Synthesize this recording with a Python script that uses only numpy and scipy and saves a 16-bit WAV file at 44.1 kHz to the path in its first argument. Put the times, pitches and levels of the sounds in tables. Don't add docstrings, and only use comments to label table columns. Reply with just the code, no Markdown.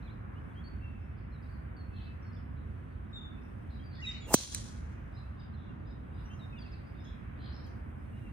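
import sys
import numpy as np
from scipy import signal
from scipy.fft import rfft, irfft, next_fast_len
from scipy.io import wavfile
from scipy.ndimage import minimum_filter1d

SR = 44100
rng = np.random.default_rng(int(sys.argv[2]) if len(sys.argv) > 2 else 0)


def digitize_waveform(pressure):
    field = np.atleast_2d(pressure).T
    bounded = np.clip(field, -1, 1)
    quanta = np.round(bounded * 32767).astype(np.int16)
    wavfile.write(sys.argv[1], SR, quanta)


def attenuation_scalar(level_db):
    decades = np.asarray(level_db, float) / 20
    return 10 ** decades


N = 366912

# (time [s], tyre hiss level [dB])
TRAFFIC = [(0.0, -62.5), (0.8, -61.5), (1.43, -64), (2.3, -62.5), (3.7, -63), (5.0, -62), (6.5, -62),
           (7.3, -61.5), (8.32, -62.5)]
# (frequency [Hz], relative density [dB])
RUMBLE = [(15, -44), (25, -26.5), (53, -1), (81, 0), (188, -13.5), (220, -11), (448, -26), (800, -31.5),
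          (1040, -68), (1760, -120)]
# (frequency [Hz], relative density [dB])
TYRES = [(290, -31), (500, -4), (900, -2), (1040, -0.5), (1590, -2), (2550, -12), (3890, -28.5),
         (5000, -44), (6500, -64.5), (11000, -120)]
# (frequency [Hz], relative density [dB])
TREBLE_HISS = [(2350, -31), (4000, -9), (6520, -4), (7190, -14.5), (8210, -4), (9750, -5), (10900, -9.5),
               (11500, -27), (11900, -23), (12700, -4), (13900, -9), (14700, -8.5), (15800, -23)]
# (frequency [Hz], likeness [0-1], right lead [rad], left minus right [dB])
FAR_PORTS = [(40.16, 1, 0.0999, -1.6), (126, 0.92, 0.22, -1.5), (202.6, 0.7, 0.75, -6.5),
             (300.5, 0, 1.8, -2), (643.7, .45, 3.44, -1.7), (899, .46, 4.08, 1.5), (1464, 0.1, 4.14, -0.5),
             (2500, .3, 4.46, -0.5), (5000, 0.2, 7.43, 1), (6830, 0.3, 11.1, -1.5), (8500, 0.33, 11.8, 0.5),
             (12945, 0.49, 13.5, 0)]
# (frequency [Hz], right lead [rad], left minus right [dB])
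BLOW_PORTS = [(200, 0, -4), (700, -.1, -2), (1290, -.2, .5), (1900, -.7, -2), (2400, -1.4, -4.5),
              (3400, -2.8, -5), (4400, -1.4, -6), (5500, -2.6, -3), (8100, -1.6, -.5), (12600, 4.4, 0),
              (16000, 10, .5)]
# (time [s], length [s], first pitch [Hz], last pitch [Hz], level [dB])
WHISTLES = [(0.024, 0.1, 2590, 2090, -68), (0.505, 0.03, 3420, 3400, -81),
            (0.356, 0.036, 2820, 3100, -69.5), (0.542, 0.02, 2700, 3180, -73),
            (0.554, 0.064, 3150, 3420, -64.5), (0.638, 0.061, 4410, 4560, -60),
            (0.805, 0.11, 2700, 2750, -61), (0.9, 0.25, 2600, 2620, -71.5), (1.32, 0.046, 4200, 3860, -68),
            (1.35, 0.061, 3820, 3770, -77), (1.431, 0.06, 3840, 4100, -77), (1.765, 0.064, 4530, 4180, -63),
            (1.911, 0.25, 2650, 2640, -65), (1.934, 0.17, 4160, 4040, -69), (2.06, 0.079, 3040, 2980, -78),
            (2.223, 0.072, 5500, 5200, -72.5), (2.236, 0.086, 4430, 4200, -77),
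            (2.364, 0.049, 3550, 2770, -69), (3.368, 0.034, 2650, 2540, -68),
            (3.444, 0.044, 2625, 2530, -71), (3.79, 0.053, 3200, 3260, -65),
            (3.837, 0.091, 4730, 4550, -67.5), (3.983, 0.045, 1880, 2130, -52.5),
            (3.985, 0.027, 3850, 4030, -72), (4.035, 0.044, 3850, 4050, -49.5),
            (4.061, 0.054, 3808, 3633, -37.5), (4.062, 0.038, 2030, 2010, -51.5),
            (4.113, 0.008, 5000, 4500, -52), (4.139, 0.041, 3743, 3710, -58),
            (4.191, 0.033, 3767, 3740, -61), (4.156, 0.018, 2893, 2950, -59),
            (4.18, 0.014, 4100, 4150, -59), (4.2, 0.1, 7020, 6565, -63.5), (4.213, 0.068, 3420, 3250, -62),
            (4.267, 0.075, 2778, 2593, -59.5), (5.145, 0.053, 3100, 3000, -75.5),
            (5.229, 0.076, 2620, 2710, -73.5), (5.534, 0.035, 4100, 3920, -75.5),
            (5.558, 0.03, 3600, 3500, -73), (5.593, 0.03, 3820, 3590, -74), (5.619, 0.025, 3280, 3740, -74),
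            (5.663, 0.035, 3800, 3430, -73), (5.687, 0.04, 2775, 2775, -72),
            (6.113, 0.033, 2785, 2960, -74.5), (6.245, 0.049, 2850, 2900, -72),
            (6.248, 0.049, 5700, 5910, -70.5), (6.31, 0.077, 6300, 6140, -75.5),
            (6.296, 0.055, 3070, 3150, -66.5), (6.299, 0.065, 2710, 2865, -65),
            (6.39, 0.029, 4040, 3720, -66), (6.408, 0.054, 3720, 3620, -58.5),
            (6.523, 0.049, 2670, 2380, -57.5), (6.56, 0.042, 2890, 2550, -60),
            (6.587, 0.029, 4840, 4610, -60.5), (6.606, 0.026, 4880, 4260, -57.5),
            (6.57, 0.045, 3625, 2990, -65.5), (6.616, 0.037, 3470, 2940, -67),
            (6.638, 0.046, 2790, 2430, -61.5), (6.662, 0.019, 5000, 4690, -70.5),
            (6.717, 0.031, 5170, 4180, -60.5), (6.726, 0.036, 2640, 2670, -65.5),
            (7.04, 0.04, 6400, 6650, -75), (7.057, 0.046, 3320, 3536, -65),
            (7.392, 0.089, 4000, 4250, -66.5), (7.594, 0.053, 3090, 3110, -74),
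            (7.639, 0.026, 5370, 4530, -64.5), (7.661, 0.03, 3250, 2960, -72),
            (8.128, 0.06, 2810, 2920, -66.5), (8.212, 0.106, 2770, 2760, -66)]
# (time [s], length [s], first pitch [Hz], last pitch [Hz], level [dB], right lead [rad])
CROSS_WHISTLES = [(3.128, 0.055, 3720, 3740, -52, 2.84), (3.152, 0.049, 3670, 3475, -45.5, 2.2),
                  (3.204, 0.097, 3504, 3566, -55.5, 2.6), (4.019, 0.047, 2850, 2290, -42.5, 2.5)]
# (time [s], length [s], low pitch [Hz], high pitch [Hz], relative level [dB])
TRILLS = [(0.98, 0.07, 4900, 5600, -85), (1.16, 0.054, 4170, 5470, -81), (1.416, 0.035, 4200, 5550, -73.5),
          (1.917, 0.16, 2920, 5120, -67.5), (2.311, 0.059, 4230, 5630, -72),
          (2.555, 0.055, 3700, 4300, -82), (3.392, 0.093, 4700, 5740, -84), (3.899, 0.12, 3900, 5160, -65),
          (3.928, 0.082, 3200, 3800, -66), (3.966, 0.23, 4380, 8200, -67.5),
          (4.186, 0.025, 4204, 5600, -74), (4.032, 0.18, 1488, 3480, -58), (4.105, 0.14, 3637, 5170, -67),
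          (4.161, 0.11, 2000, 3300, -63), (5.53, 0.19, 3240, 4270, -75), (0.013, 0.03, 3300, 4210, -72),
          (5.376, 0.064, 2500, 3360, -72), (6.151, 0.09, 2500, 3200, -75), (6.299, 0.15, 5000, 5880, -81),
          (6.567, 0.16, 2990, 5310, -72), (6.693, 0.11, 3490, 5240, -73.5), (6.836, 0.067, 4270, 5300, -79),
          (7.016, 0.15, 3000, 4310, -69.5), (6.986, 0.099, 5000, 5440, -73.5),
          (7.049, 0.047, 6230, 7100, -81), (7.345, 0.195, 2796, 4300, -65.5),
          (7.358, 0.23, 3810, 5320, -66.5), (7.504, 0.095, 5100, 5590, -69), (7.518, 0.19, 3590, 5000, -72),
          (7.637, 0.094, 3700, 6600, -75)]
# (time [s], length [s], swing rate [1/s], swing depth [Hz], level [dB])
WARBLES = [(0.036, 0.112, 14.8, 340, -69)]
# (time [s], length [s], lower voice [Hz], upper voice [Hz], relative level [dB])
RASPS = [(1.481, 0.09, 4440, 4840, -77), (3.686, 0.11, 3970, 5000, -72), (5.119, 0.089, 3860, 4980, -73),
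         (5.368, 0.054, 3870, 4880, -70), (5.843, 0.088, 3900, 4910, -73.5),
         (6.12, 0.12, 3900, 5000, -73.5), (6.93, 0.097, 3590, 4730, -76.5), (8.141, 0.069, 3780, 5220, -84)]
# (delay [s], relative level [dB], high cut [Hz], noise decay constant [ms])
BLOWS = [(0, -1, 17760, 0.25), (0.003, -18.5, 11970, 1.1), (0.007, -21.5, 11000, 6.0),
         (0.045, -26.5, 7000, 12.5), (0.06, -22, 3488, 11.2), (0.1, -33, 4530, 6.5),
         (0.135, -32, 4510, 5.0), (0.2054, -14.5, 11500, 1.1), (0.2066, -20, 7200, 2.5),
         (0.243, -27.5, 5950, 5.0), (0.276, -35, 5000, 3), (0.335, -33, 5000, 3.3)]
# (frequency [Hz], relative level [dB], t60 before the common cap [s])
HEAD_MODES = [(2630, -29, 0.3), (3250, -15.5, 0.3), (4060, -12.5, 0.2), (5674, -15.5, 0.12),
              (6040, 1, 0.12), (6640, -6, 0.05), (7200, -21.5, 0.15), (8530, -9.5, 0.0501), (8730, -7, .06),
              (9390, -13.5, 0.04), (9700, -16.5, .06), (13000, -14, 0.044)]
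# (frequency [Hz], width per pass [Hz], relative level [dB])
CRACK = [(8240, 2600, 0.5), (9940, 2024, -9), (14170, 2500, -4.5), (6300, 1010, -6.5), (4100, 1430, -8),
         (2000, 1500, -13.5)]
# (frequency [Hz], relative density [dB])
SCATTER = [(290, -36.5), (500, -3), (707, -12.5), (1160, -9.5), (1300, -23), (1520, -9), (1700, -12),
           (2500, -12.5), (3200, -7.5), (6180, -4.5), (7300, -8), (8500, -12.5), (10400, -12.5),
           (11700, -38), (12500, -24), (14500, -20.5), (15800, -32)]
# (frequency [Hz], t60 [s])
SCATTER_T60 = [(2000, 1.12), (4000, 0.8), (8000, 0.82), (13000, 0.52)]
# (time [s], relative level [dB])
KNOCKS = [(7.66, -72), (7.89, -79)]

TREBLE_HISS_DB = -87.5
RUMBLE_DB, RUMBLE_FOLLOWS = -43, 0.98
OCTAVE_DB = -29.5
BEND = 1.7
BREAKUP_DB_PER_DB, CLEAR_DB = 0.25, -52
WARBLE_HZ, WARBLE_DIP = 3790, 0.25
CHATTER_PER_S, CHATTER_DB, CHATTER_S, CHATTER_GLIDE = 30, -91, 0.02, 0.2
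RASP_ARCH, RASP_JITTER_HZ, RASP_FLUTTER_DB, UPPER_VOICE_DB = 0.1, 170, 5, -5
IMPACT_S, DOWNSWING_S = 4.3416, 0.095
WHOOSH_DB, WHOOSH_HZ, WHOOSH_POWER = -39, 847, 1.9
HISS_DB, HISS_POWER, SLOWING_S = -47, 2.8, 0.0052
TURF_DB, TURF_RISE_S, TURF_FALL_S = -18, 0.0037, 0.0044
WAKE_HZ, WAKE_DB, GUST_DB = 300, 0, 2.0
THUMP_LAG_S = 0.00012
THUMP_LOSS_DB_PER_S = 165.5
RING_LOSS_DB_PER_S = 42
RETURNS_PER_S, RETURN_SPREAD_DB, RETURN_S = 110, 3.5, 0.002
RING_TAIL_DB, RING_WIDTH_HZ = 1, 240


def rms_one(x):
    return x / np.sqrt(np.mean(x ** 2) + 1e-20)


def in_time(rows):
    s, *columns = np.transpose(rows)
    return [np.interp(np.arange(N) / SR, s, c) for c in columns]


def at_hz(rows, hz, column=1):
    rows = np.array(rows)
    return np.interp(np.log(hz + 1e-9), np.log(rows[:, 0]), rows[:, column])


def cut(x, hz, kind, order=2):
    return signal.sosfilt(signal.butter(order, np.clip(hz, 10, 0.45 * SR), kind, fs=SR, output="sos"), x)


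def peak(x, hz, width_hz):
    r = np.exp(-np.pi * width_hz / SR)
    zeros = np.array([1, 0, -1]) * (1 - r * r) / 2
    poles = [1, -2 * r * np.cos(2 * np.pi * hz / SR), r * r]
    return signal.lfilter(zeros, poles, x)


def drift(knots_per_s):
    knots = rng.standard_normal(2000)
    return rms_one(np.interp(np.arange(N) * knots_per_s / SR, np.arange(len(knots)), knots))


def pan(x, db):
    return x * attenuation_scalar([[db / 2], [-db / 2]])


def add(out, s, piece):
    i = round(s * SR)
    out[:, i:i + piece.shape[1]] += piece[:, :N - i]


def note_span(s, length_s):
    u = np.linspace(0, 1, round(length_s * SR))
    start = round(s * SR)
    return u, slice(start, start + len(u))


def far_noise(spectrum, patchy_db, length=N):
    size = next_fast_len(length)
    hz = np.arange(size // 2 + 1) * SR / size
    low_hz, high_hz = spectrum[0][0], spectrum[-1][0]
    inside = (hz > low_hz) & (hz < high_hz)
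    a, b = rfft(rng.standard_normal((2, size))) * attenuation_scalar(at_hz(spectrum, hz)) * inside
    alike = np.clip(at_hz(FAR_PORTS, hz), 0, 1)
    lead = np.exp(1j * at_hz(FAR_PORTS, hz, column=2))
    right = alike * a * lead + np.sqrt(1 - alike ** 2) * b
    tilt = attenuation_scalar(at_hz(FAR_PORTS, hz, column=3) / 2)
    both = np.array([a * tilt, right / tilt])
    octave = np.log2(hz / low_hz + 1e-9)
    out = 0
    for k in range(int(np.log2(high_hz / low_hz)) + 2):
        band = irfft(both * np.clip(1 - abs(octave - k), 0, 1), size)[:, :length]
        out = out + band * attenuation_scalar(patchy_db * drift(4.013)[:length])
    return out / np.std(np.mean(out, axis=0))


def outdoors(x, t60_s, damp_hz):
    t = np.arange(SR) / SR
    tail = cut(rng.standard_normal((2, SR)), damp_hz, "low")
    tail = tail * attenuation_scalar(-60 * t / t60_s) * (1 - np.exp(-t / 0.009))
    tail = tail / np.sqrt(np.sum(tail ** 2, axis=1, keepdims=True))
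    return signal.fftconvolve(x, tail, axes=1)[:, :N]


def traffic():
    tyre_db, = in_time(TRAFFIC)
    rumble_db = RUMBLE_DB + RUMBLE_FOLLOWS * (tyre_db - tyre_db.mean())
    rumble = attenuation_scalar(rumble_db) * far_noise(RUMBLE, patchy_db=1.0)
    return rumble + attenuation_scalar(tyre_db) * far_noise(TYRES, patchy_db=1.5)


def bird_tone(hz, octave_db=-80, lead_rad=None):
    if lead_rad is None:
        leads = at_hz(FAR_PORTS, hz.mean() * np.array([1, 2]), column=2)
    else:
        leads = [lead_rad, 0]
    phase = 2 * np.pi * np.cumsum(hz) / SR
    right = np.array([[0], [1]])
    fundamental = np.sin(phase + right * leads[0])
    octave = attenuation_scalar(octave_db) * (hz < 6000) * np.sin(2 * phase + right * leads[1])
    return pan(np.sqrt(2) * (fundamental + octave), at_hz(FAR_PORTS, hz.mean(), column=3))


def trills(tremble, rate_hz=95, flutter_db=5.0):
    out = np.zeros((2, N))
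    wander, reach, flutter = drift(40.0), drift(25.0), attenuation_scalar(flutter_db * drift(150.0))
    for s, length_s, low_hz, high_hz, db in TRILLS:
        u, span = note_span(s, length_s)
        beat = 2 * np.pi * np.cumsum(rate_hz * (1 + 0.28 * wander[span])) / SR
        sweep = 0.45 + 0.1 * u + 0.3 * np.tanh(1.3 * np.sin(beat))
        sweep = sweep + 0.1 * reach[span] + 0.05 * tremble[span]
        stroke = attenuation_scalar(-4.0 * np.cos(beat) - 2.0 * np.sin(beat))
        shape = np.sin(np.pi * u) ** 1.3 * flutter[span] * stroke
        add(out, s, attenuation_scalar(db) * shape * bird_tone(low_hz + (high_hz - low_hz) * sweep))
    return out


def whistles(waver, tremble):
    out = np.zeros((2, N))
    for s, length_s, first_hz, last_hz, db, *lead_rad in WHISTLES + CROSS_WHISTLES:
        u, span = note_span(s, length_s)
        hz = first_hz + (last_hz - first_hz) * u ** BEND + 20 * waver[span]
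        breakup_db = 2 + BREAKUP_DB_PER_DB * max(CLEAR_DB - db, 0)
        shape = np.sin(np.pi * u ** 0.78) ** 0.64 * attenuation_scalar(tremble[span] * breakup_db)
        add(out, s, attenuation_scalar(db) * shape * bird_tone(hz, OCTAVE_DB, *lead_rad))
    return out


def chatter():
    out = np.zeros((2, N))
    u = np.linspace(0, 1, round(CHATTER_S * SR))
    for when, pitch, glide, level in rng.random((round(CHATTER_PER_S * N / SR), 4)):
        hz = (2500 + 3000 * pitch) * (1 + CHATTER_GLIDE * (2 * glide - 1) * u)
        add(out, when * N / SR, attenuation_scalar(CHATTER_DB + 8 * level) * np.sin(np.pi * u) * bird_tone(hz))
    return out


def warbles(waver, tremble):
    out = np.zeros((2, N))
    for s, length_s, swings_per_s, swing_hz, db in WARBLES:
        t = np.arange(round(length_s * SR)) / SR
        span = slice(round(s * SR), round(s * SR) + len(t))
        turn = 2 * np.pi * swings_per_s * t
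        hz = WARBLE_HZ + swing_hz * (np.sin(turn) + WARBLE_DIP * np.cos(2 * turn)) + 35 * waver[span]
        breakup = attenuation_scalar(BREAKUP_DB_PER_DB * (CLEAR_DB - db) * tremble[span])
        add(out, s, attenuation_scalar(db) * np.sin(np.pi * t / length_s) ** 0.5 * breakup * bird_tone(hz))
    return out


def rasps():
    out = np.zeros((2, N))
    jitter, flutter = [drift(200.0), drift(200.0)], [drift(110.0), drift(110.0)]
    for s, length_s, *voices_hz, db in RASPS:
        u, span = note_span(s, length_s)
        arch = np.sin(np.pi * u)
        for hz, wobble, grain, voice_db in zip(voices_hz, jitter, flutter, (0, UPPER_VOICE_DB)):
            curve_hz = hz * (1 - RASP_ARCH * (1 - arch)) + RASP_JITTER_HZ * wobble[span]
            level = attenuation_scalar(db + voice_db + RASP_FLUTTER_DB * grain[span])
            add(out, s, level * arch * bird_tone(curve_hz))
    return out


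def birds(clear_wet_db=-11, buzz_wet_db=-5, buzz_dry_db=-4):
    waver, tremble = drift(45.0), np.tanh(drift(130.0)) - 0.3
    buzz = trills(tremble) + chatter() + rasps()
    clear = whistles(waver, tremble) + warbles(waver, tremble)
    clear_wet = attenuation_scalar(clear_wet_db) * outdoors(clear, t60_s=0.49, damp_hz=7000)
    buzz_wet = attenuation_scalar(buzz_wet_db) * outdoors(buzz, t60_s=0.38, damp_hz=7000)
    return clear + clear_wet + attenuation_scalar(buzz_dry_db) * buzz + buzz_wet


def swing(start_s=4):
    t = start_s + np.arange(SR) / SR - IMPACT_S
    speed = np.sin(np.pi / 2 * np.clip(1 + t / DOWNSWING_S, 1e-3, 1))
    fade = np.exp(-np.maximum(t, 0) / SLOWING_S)
    rise, fall = np.minimum(t, 0) / TURF_RISE_S, np.maximum(t - TURF_FALL_S, 0) / TURF_FALL_S
    brush = attenuation_scalar(TURF_DB) * np.exp(rise - fall)
    white = rng.standard_normal((3, SR))
    vortices = 0
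    for hz in np.geomspace(300, 1000, 6):
        band = rms_one(peak(peak(white[0], hz, 0.5 * hz), hz, 0.5 * hz))
        vortices = vortices + band * np.exp(-(np.log(WHOOSH_HZ * speed / hz) / 0.42) ** 2)
    vortices = cut(vortices, 1030, "low", order=5) * attenuation_scalar(GUST_DB * drift(45.0)[:SR] - 3)
    wake = attenuation_scalar(WAKE_DB + GUST_DB * drift(45.0)[:SR]) * rms_one(peak(white[1], WAKE_HZ, 220))
    whoosh = attenuation_scalar(WHOOSH_DB) * speed ** WHOOSH_POWER * fade * (vortices + wake)
    hiss = rms_one(peak(white[1:], 7550, 3645) + attenuation_scalar(-7) * peak(white[1:], 13980, 2496))
    air = attenuation_scalar(HISS_DB) * speed ** HISS_POWER * fade
    out = np.zeros((2, N))
    add(out, start_s, pan(whoosh, -3.0) + (air + brush) * hiss)
    return out


def blow_ports(x):
    hz = np.arange(len(x) // 2 + 1) * SR / len(x)
    tilt = attenuation_scalar(at_hz(BLOW_PORTS, hz, column=2) / 2)
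    turn = np.exp(0.5j * at_hz(BLOW_PORTS, hz))
    return irfft(rfft(x) * [tilt / turn, turn / tilt], len(x))


def blows(thump_db=31, ring_db=-21, longest_ring_s=0.1976):
    t = np.arange(SR // 3) / SR
    click = (t == 0) * 1.0
    lead_in = 256
    push = cut(np.roll(click, round(THUMP_LAG_S * SR)), 150, "high")
    thump = attenuation_scalar(thump_db) * cut(cut(push, 258.7, "low", order=1), 1200, "low")
    thump = thump + attenuation_scalar(-3.5) * peak(thump, 210, 110)
    out = np.zeros((2, N))
    for delay_s, blow_db, cut_hz, smear_ms in BLOWS:
        burst = 5 * click + rng.standard_normal(len(t)) * np.exp(-1000 * t / smear_ms)
        snap = sum(attenuation_scalar(db) * peak(peak(burst, hz, width), hz, width) for hz, width, db in CRACK)
        ring = 0
        for hz, db, t60_s in HEAD_MODES:
            decay = attenuation_scalar(db - 60 * t / min(t60_s, longest_ring_s))
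            ring = ring + decay * np.sin(2 * np.pi * hz * t + rng.uniform(0, 2 * np.pi))
        ring = attenuation_scalar(ring_db - RING_LOSS_DB_PER_S * delay_s) * ring
        bright = cut(snap / abs(snap).max() + ring, cut_hz, "low", order=3)
        low = attenuation_scalar(-THUMP_LOSS_DB_PER_S * delay_s) * thump
        heard = blow_ports(np.pad(bright + low, lead_in))
        add(out, IMPACT_S + delay_s - lead_in / SR, attenuation_scalar(blow_db) * heard)
    return out


def scatter_tail(tail_db=-38):
    t = np.arange(SR) / SR
    noise = far_noise(SCATTER, patchy_db=1.0, length=SR) * attenuation_scalar(drift(60.0)[:SR])
    ringing = sum(attenuation_scalar(db / 3) * peak(noise, hz, RING_WIDTH_HZ) for hz, db, _ in HEAD_MODES)
    noise = noise + attenuation_scalar(RING_TAIL_DB) * ringing
    struck = rng.random((2, SR)) < RETURNS_PER_S / SR
    returns = struck * attenuation_scalar(RETURN_SPREAD_DB * rng.exponential(1, SR))
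    noise = noise * np.sqrt(0.6 + signal.lfilter([1], [1, -np.exp(-1 / (RETURN_S * SR))], returns))
    edges_hz = [500, 2800, 5600, 11000, 16000]
    tail = sum(cut(noise, [lo, hi], "band", order=1) * attenuation_scalar(-60 * t / t60_s)
               for lo, hi, (_, t60_s) in zip(edges_hz, edges_hz[1:], SCATTER_T60))
    build_up = 1 - 0.47 * np.exp(-t / 0.08)
    out = np.zeros((2, N))
    add(out, IMPACT_S, attenuation_scalar(tail_db) * tail * np.cos(np.pi * t / 2) ** 2 * build_up)
    return out


def strike():
    return blows() + scatter_tail()


def knocks():
    out, t = np.zeros((2, N)), np.arange(SR // 20) / SR
    for s, db in KNOCKS:
        puff = cut(rng.standard_normal((2, len(t))), 5000, "high")
        add(out, s, attenuation_scalar(db + 14.5) * puff * np.sin(np.pi * 20 * t) * np.exp(-t / 0.0082))
    return out


def scene():
    return traffic() + birds() + swing() + strike() + knocks()


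def top_cut(x):
    return signal.sosfilt(signal.butter(12, 16490, fs=SR, output="sos"), x)


def record(dry, knee_db=-30, ratio=0.31, hold_s=0.163, glide_s=0.0039):
    x = dry + attenuation_scalar(TREBLE_HISS_DB) * far_noise(TREBLE_HISS, patchy_db=2.5)
    x = cut(x, 27, "high")
    for hz in (120.0, 219.6, 380, 580):
        tangent = np.tan(np.pi * hz / SR)
        c = (tangent - 1) / (tangent + 1)
        x = signal.lfilter([c, 1], [1, c], x)
    power = signal.lfilter(np.ones(441) / 441, 1, np.mean(x ** 2, axis=0))
    level_db = 10 * np.log10(power + 1e-12)
    hold = 2 * int(hold_s * SR / 2) + 1
    wanted_db = minimum_filter1d(-ratio * np.maximum(level_db - knee_db, 0), hold, origin=hold // 2)
    r = np.exp(-1 / (glide_s * SR))
    gain_db = signal.lfilter([1 - r], [1, -r], wanted_db)
    x = cut(x * attenuation_scalar(gain_db), 15800, "low", order=24)
    return top_cut(x)


dry = scene()
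out = record(dry)
digitize_waveform(out)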